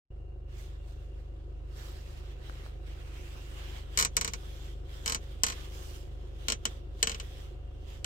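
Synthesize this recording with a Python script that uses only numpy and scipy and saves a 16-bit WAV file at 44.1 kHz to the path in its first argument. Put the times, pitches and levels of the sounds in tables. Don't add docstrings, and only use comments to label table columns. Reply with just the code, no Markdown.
import sys
import numpy as np
from scipy import signal
from scipy.fft import rfft, irfft, next_fast_len
from scipy.io import wavfile
from scipy.ndimage import uniform_filter1d, map_coordinates

SR = 44100
rng = np.random.default_rng(int(sys.argv[2]) if len(sys.argv) > 2 else 0)


def wav_out(sig):
    wavfile.write(sys.argv[1], SR, np.round(np.clip(np.atleast_2d(sig).T, -1, 1) * 32767).astype(np.int16))


N = 355005

# multiple_of_firing_rate, level_db
HUM_TONES = [(1, -53), (2, -43.5), (3, -47.5), (4, -61), (5, -56), (6, -73)]
# pitch_hz, level_db
RUMBLE_SHAPE = [(20, -16.5), (50, 10.5), (110, 0.5), (170, -11.5), (270, -11.5), (365, -1), (450, -12),
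                (545, -6), (630, -20), (720, -11.5), (830, -24), (1300, -21.5), (2000, -33), (3300, -38.5),
                (4500, -43.5), (16000, -59)]
# time_s, gain_db
RUMBLE_GROWTH = [(0, -3.5), (1.8, -1), (3, 0), (6, 0.9), (8, 0)]
# pitch_hz, level_db
WHINE_SHAPE = [(2300, -40.5), (2780, -3), (2860, -3), (2950, -22), (3500, -50.5)]
# pitch_hz, likeness (1 same, -1 opposite)
EAR_LIKENESS = [(60, 0.55), (130, 0.45), (300, 0.68), (640, -0.31), (1400, -0.34), (3100, -0.16),
                (7000, -0.02)]
# start_s, length_s, rub_db, hiss_over_rub_db
CLOTH_STROKES = [(0.524, 0.2, -66.5, -17), (0.588, 0.047, -64, -1), (0.884, .03, -68, -4),
                 (1.01, .05, -72.5, -5), (1.183, .02, -71, -7), (1.793, 0.099, -57.5, -4),
                 (1.965, 0.22, -62.5, -6), (2.254, 0.072, -62, -11), (2.454, 0.22, -59.5, -8.5),
                 (2.873, 0.22, -62.5, -8), (3.15, 0.4, -61, -5), (3.586, 0.2, -56, -8),
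                 (3.94, 0.054, -59, -7), (4.18, 0.28, -63.5, -3.5), (4.492, 0.2, -61.5, -4.5),
                 (4.93, 0.041, -58.5, -5.5), (5.048, 0.065, -60, -4), (5.23, 0.11, -64.5, -5),
                 (5.48, 0.18, -56.5, -6.5), (5.738, 0.23, -60.5, -0.5), (6.05, .28, -71, -6.5),
                 (6.41, 0.097, -62, -6), (6.676, 0.055, -61, -7), (7.01, 0.13, -61, -5),
                 (7.185, .27, -62, -5.5), (7.74, 0.091, -75.5, -7.5), (7.899, 0.048, -61, -5.5)]
# pitch_hz, level_db
RUB_SHAPE = [(200, -10), (600, 1), (1200, 2), (2300, 0), (3200, 1), (4000, -3.5), (6000, -15.5),
             (10000, -37)]
HISS_SHAPE = [(2500, -14.5), (5000, -3.5), (8000, -6.5), (9500, -11), (11000, -25.5)]
FIZZ_SHAPE = [(7000, -32.5), (10000, 2), (14000, 7.5), (16000, 0.5)]
# time_s, pitch_hz
SWISH_GLIDE = [(3.1, 2450), (3.5, 2900), (3.8, 3150), (4.5, 3350), (5.55, 3350), (5.8, 2950), (6.7, 3450),
               (7.9, 3150)]
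# start_s, level_db
HAND_TAPS = [(2.497, -27.5), (2.663, -33)]
# start_s, level_db
LATCH_CLICKS = [(3.9741, -14.5), (3.988, -14.5), (3.9976, -13.5), (4.0104, -17), (4.025, -15.5),
                (4.0487, -15.5), (4.1672, -12.5), (4.2113, -17.5), (4.2463, -20), (4.2768, -23),
                (4.335, -25), (5.0597, -20), (5.0775, -18.5), (5.0972, -19.5), (5.1215, -19),
                (5.1466, -19.5), (5.4346, -11), (5.4654, -20), (5.4835, -24.5), (5.4996, -25.5),
                (5.521, -29.5), (6.4834, -15.5), (6.5006, -17), (6.521, -16.5), (6.6535, -15),
                (7.028, -9.5), (7.0716, -16), (7.0953, -22), (7.1167, -24.5), (7.1458, -28.5), (7.199, -27),
                (8.0444, -21)]
# pitch_hz, level_db
SNAP_SHAPE = [(150, -24), (1000, -11), (2500, -10.5), (3000, -20.5), (3700, -8), (4300, -4), (6500, -1.5),
              (7900, 3), (8800, -8.5), (11500, -20.5), (13200, -15), (16000, -35)]
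# pitch_hz, level_db, fade_s (time to fall 60 dB)
BUCKLE_TONES = [(205, -21, 0.068), (458.6, -21, .11), (727, -26, 0.046), (1063, -11, 0.062),
                (1390, -25, 0.08), (1807, -17, 0.049), (2243, -15.5, 0.052), (2991, -7.5, 0.026),
                (3092, -15.5, 0.054), (3280, -31.5, 0.076), (4165, -12, 0.05), (5120, -25, 0.057),
                (5134, -17, .05), (5530, -32, 0.071), (6020, -20.5, 0.058), (6200, -13, 0.095),
                (6940, -35, .04), (7900, -25.5, 0.034), (7770, -11.5, 0.062), (13680, -17, 0.014)]
# pitch_hz, level_db
ECHO_SHAPE = [(120, -4), (220, 7), (310, -8), (500, 0), (900, 2.5), (1300, 6), (3100, -5), (3700, -9),
              (4300, -9.5), (8000, -2), (8900, -15.5), (13500, -9.5), (16000, -24)]
# pitch_hz, fade_s
ECHO_FADE = [(200, 0.12), (1000, 0.087), (4000, 0.084), (8000, 0.062), (14000, 0.016)]
# time_s, nearness (0 to 1)
APPROACH = [(5.5, 0.05), (6.3, 0.99)]
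# usual_db, db_per_force_db, close_up_db
ECHO_RULE = (1.8, -.25, -3.5)
# pitch_hz, usual_db, db_per_force_db, close_up_db
TONE_RULES = [(200, 1, -0.16, 1.5), (481, -2, -0.1, 4.5), (750, -2, 0.2, 0.5), (1000, 0, -0.13, -6.5),
              (1300, -2, 0, 2.5), (1807, -2.5, 0.08, 1.5), (2285, -1, -0.16, 0), (3000, -2, 0.06, 6),
              (3700, 0, 0, 2.5), (4300, -0.5, 0, 0), (8000, .5, 0.5, -1.5), (11000, 3, 0.5, -5.5),
              (13200, 5.5, .5, -4)]


def amp(db):
    return 10 ** (np.asarray(db) / 20)


def unit(x):
    return x / np.sqrt(np.mean(x ** 2) + 1e-20)


def at_pitch(points, hz):
    pitches, values = np.transpose(points)
    return np.interp(np.log(hz + 1), np.log(pitches + 1), values)


def over_time(points):
    return np.interp(np.arange(N) / SR, *np.transpose(points))


def wobble(rate_hz):
    values = rng.standard_normal(int(N * rate_hz / SR) + 4)
    return map_coordinates(values, [np.arange(N) * rate_hz / SR])


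def filtered(x, gain_at):
    size = next_fast_len(N + SR // 2)
    return irfft(rfft(x, size) * gain_at(np.fft.rfftfreq(size, 1 / SR)), size)[..., :N]


def coloured(x, shape, size=16384):
    cepstrum = irfft(np.log(amp(at_pitch(shape, np.fft.rfftfreq(size, 1 / SR)))))
    cepstrum[1:size // 2] *= 2
    cepstrum[size // 2 + 1:] = 0
    return irfft(rfft(x, size) * np.exp(rfft(cepstrum)))[..., :x.shape[-1]]


def add(track, start_s, sound):
    span = track[:, round(start_s * SR):][:, :sound.shape[1]]
    span += sound[:, :span.shape[1]]


def rush(shape, patchy_db):
    spectra = signal.stft(rng.standard_normal((2, N)), nperseg=512)[2]
    patches = uniform_filter1d(rng.standard_normal(spectra.shape[1:]), size=6, axis=0)
    patches = uniform_filter1d(patches, size=10, axis=1)
    noise = signal.istft(spectra * amp(patchy_db * unit(patches)), nperseg=512)[1][:, :N]

    def gains(hz):
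        spread = np.arccos(np.clip(at_pitch(EAR_LIKENESS, hz), -1, 1)) / 2
        return amp(at_pitch(shape, hz)) * np.array([np.cos(spread), np.sin(spread)])

    mid, side = filtered(noise, gains)
    return unit(np.array([mid + side, mid - side]))


def engine(firing_hz=25.03):
    phase = 2 * np.pi * np.cumsum(firing_hz * (1 + .001 * wobble(3))) / SR
    smear = np.pi / 6
    hum = sum(amp(db) * np.sqrt(2) * np.cos(round(k) * phase + smear * round(k) ** 2)
              for k, db in HUM_TONES)
    purr = sum(amp(at_pitch(RUMBLE_SHAPE, k * firing_hz)) * np.cos(k * phase + rng.uniform(0, 2 * np.pi))
               for k in range(7, 42))
    throb_db = 1.4 * np.sin(phase) + 2.1 * np.sin(2 * phase) + .46 * np.sin(phase / 4)
    rumble = amp(-51) * rush(RUMBLE_SHAPE, patchy_db=0) + amp(-61) * unit(purr)
    rumble *= amp(throb_db + over_time(RUMBLE_GROWTH))
    whine = amp(-76) * rush(WHINE_SHAPE, patchy_db=-3)
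    return hum * amp([[-.25], [.25]]) + rumble * amp([[.8], [-.8]]) + whine


def arm_strokes(rise_db_per_s=175.5, fall_db_per_s=136):
    t = np.arange(N) / SR
    power = amp([[-75.5], [-85]]) ** 2
    for start_s, length_s, rub_db, hiss_over_rub_db in CLOTH_STROKES:
        before_db = rise_db_per_s * np.maximum(start_s - t, 0)
        after_db = fall_db_per_s * np.maximum(t - start_s - length_s, 0)
        gains = amp([[rub_db], [rub_db + hiss_over_rub_db]])
        power = power + (gains * amp(-before_db - after_db)) ** 2
    return 10 * np.log10(power) + over_time([(.475, -7.5), (.495, 0)])


def swish(width_hz=430):
    drift = filtered(rng.standard_normal((2, 2, N)), lambda hz: 1 / (1 + (hz / width_hz) ** 2))
    phase = 2 * np.pi * np.cumsum(over_time(SWISH_GLIDE)) / SR
    return unit(drift[0] * np.cos(phase) + drift[1] * np.sin(phase))


def clothing():
    rub_db, hiss_db = arm_strokes()
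    weave_db = .65 * wobble(40) + .86 * wobble(400)
    swish_gain = amp(-4.5) * over_time([(2.7, .2), (3.2, 1)])
    rub = amp(rub_db + weave_db + 3.5) * (rush(RUB_SHAPE, patchy_db=2) + swish_gain * swish())
    hiss = amp(hiss_db + weave_db + 3.5) * rush(HISS_SHAPE, patchy_db=2)
    fizz_db = 1.208 * hiss_db + weave_db + 11
    fizz = amp(fizz_db) * rush(FIZZ_SHAPE, patchy_db=-.5)
    return rub * amp([[-2], [1.5]]) + (hiss + fizz) * amp([[-3.5], [2]])


def hand_taps(fade_s=.0088):
    track, t = np.zeros((2, N)), np.arange(SR // 7) / SR
    dull = [(250, 6), (700, 4.5), (1400, 5.5), (2200, -6), (4000, -17), (8000, -26)]
    for start_s, level_db in HAND_TAPS:
        knock = rng.standard_normal((2, len(t))) * amp(-60 * t / fade_s)
        add(track, start_s, amp(level_db + 2) * coloured(knock, dull))
    return track


def at_ears(x, right_db, lag_s=.0003993):
    delay = np.exp(-2j * np.pi * np.fft.rfftfreq(len(x), 1 / SR) * lag_s)
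    return np.array([x, amp(right_db) * irfft(rfft(x) * delay, len(x))])


def steel_snap(t):
    burst = (1 - np.exp(-t / .0006)) * np.exp(-(t / .0014) ** 2)
    return coloured(rng.choice([-1, 1], len(t)) * burst, SNAP_SHAPE)


def buckle_ring(t, phase, scatter_db=2):
    pitch_hz, level_db, fade_s = np.transpose(BUCKLE_TONES)[:, :, None]
    strength = amp(level_db + scatter_db * rng.standard_normal(level_db.shape))
    swell = 1 - np.exp(-t * pitch_hz / 2)
    tones = np.sin(2 * np.pi * pitch_hz * t + phase)
    return np.sum(strength * swell * amp(-60 * t / fade_s) * tones, axis=0)


def cabin_echo(t):
    hz, age_s, spectra = signal.stft(rng.standard_normal((2, len(t))), SR, nperseg=128)
    alike = at_pitch([(1300, .92), (3500, .11)], hz)[:, None]
    spectra[1] = alike * spectra[0] + np.sqrt(1 - alike ** 2) * spectra[1]
    fade = amp(-60 * age_s / at_pitch(ECHO_FADE, hz)[:, None])
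    tail = signal.istft(spectra * fade, SR, nperseg=128)[1][:, :len(t)]
    left, right = coloured(tail * (1 - np.exp(-t / .00052)), ECHO_SHAPE)
    brighter = [(400, -4), (1000, -4), (2500, 5.5), (6000, 11), (12000, 5)]
    right = coloured(at_ears(right, right_db=2.5)[1], brighter)
    return np.array([left, right])


def buckle_clicks(usual_click_db=-13.5, burst_gap_s=.25):
    track, t = np.zeros((2, N)), np.arange(SR // 7) / SR
    phase = rng.uniform(0, 2 * np.pi, (len(BUCKLE_TONES), 1))
    previous_s = -1
    for start_s, level_db in LATCH_CLICKS:
        if start_s - previous_s > burst_gap_s:
            burst_echo = cabin_echo(t)
        previous_s = start_s
        force_db = level_db - usual_click_db
        nearness = np.interp(start_s, *np.transpose(APPROACH))
        weights = [1, force_db, nearness]
        echo_db = np.dot(ECHO_RULE, weights)
        snap = at_ears(amp(12) * steel_snap(t), right_db=-12.5)
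        ring = at_ears(amp(.36 * echo_db - 2) * buckle_ring(t, phase), right_db=-4.5)
        echo = amp(echo_db - 12.5) * (1.16 * burst_echo + .5 * cabin_echo(t))
        tone = [(hz, np.dot(rule, weights)) for hz, *rule in TONE_RULES]
        add(track, start_s, amp(level_db) * coloured(snap + ring + echo, tone))
    return track


def scene():
    return buckle_clicks() + hand_taps() + clothing() + engine()


def record(dry, top_hz=15900):
    opening = amp(over_time([(0, -70), (.102, -45), (.106, 0)]))
    return filtered(dry * opening, lambda hz: 1 / np.sqrt(1 + (hz / top_hz) ** 120))


dry = scene()
out = record(dry)
wav_out(out)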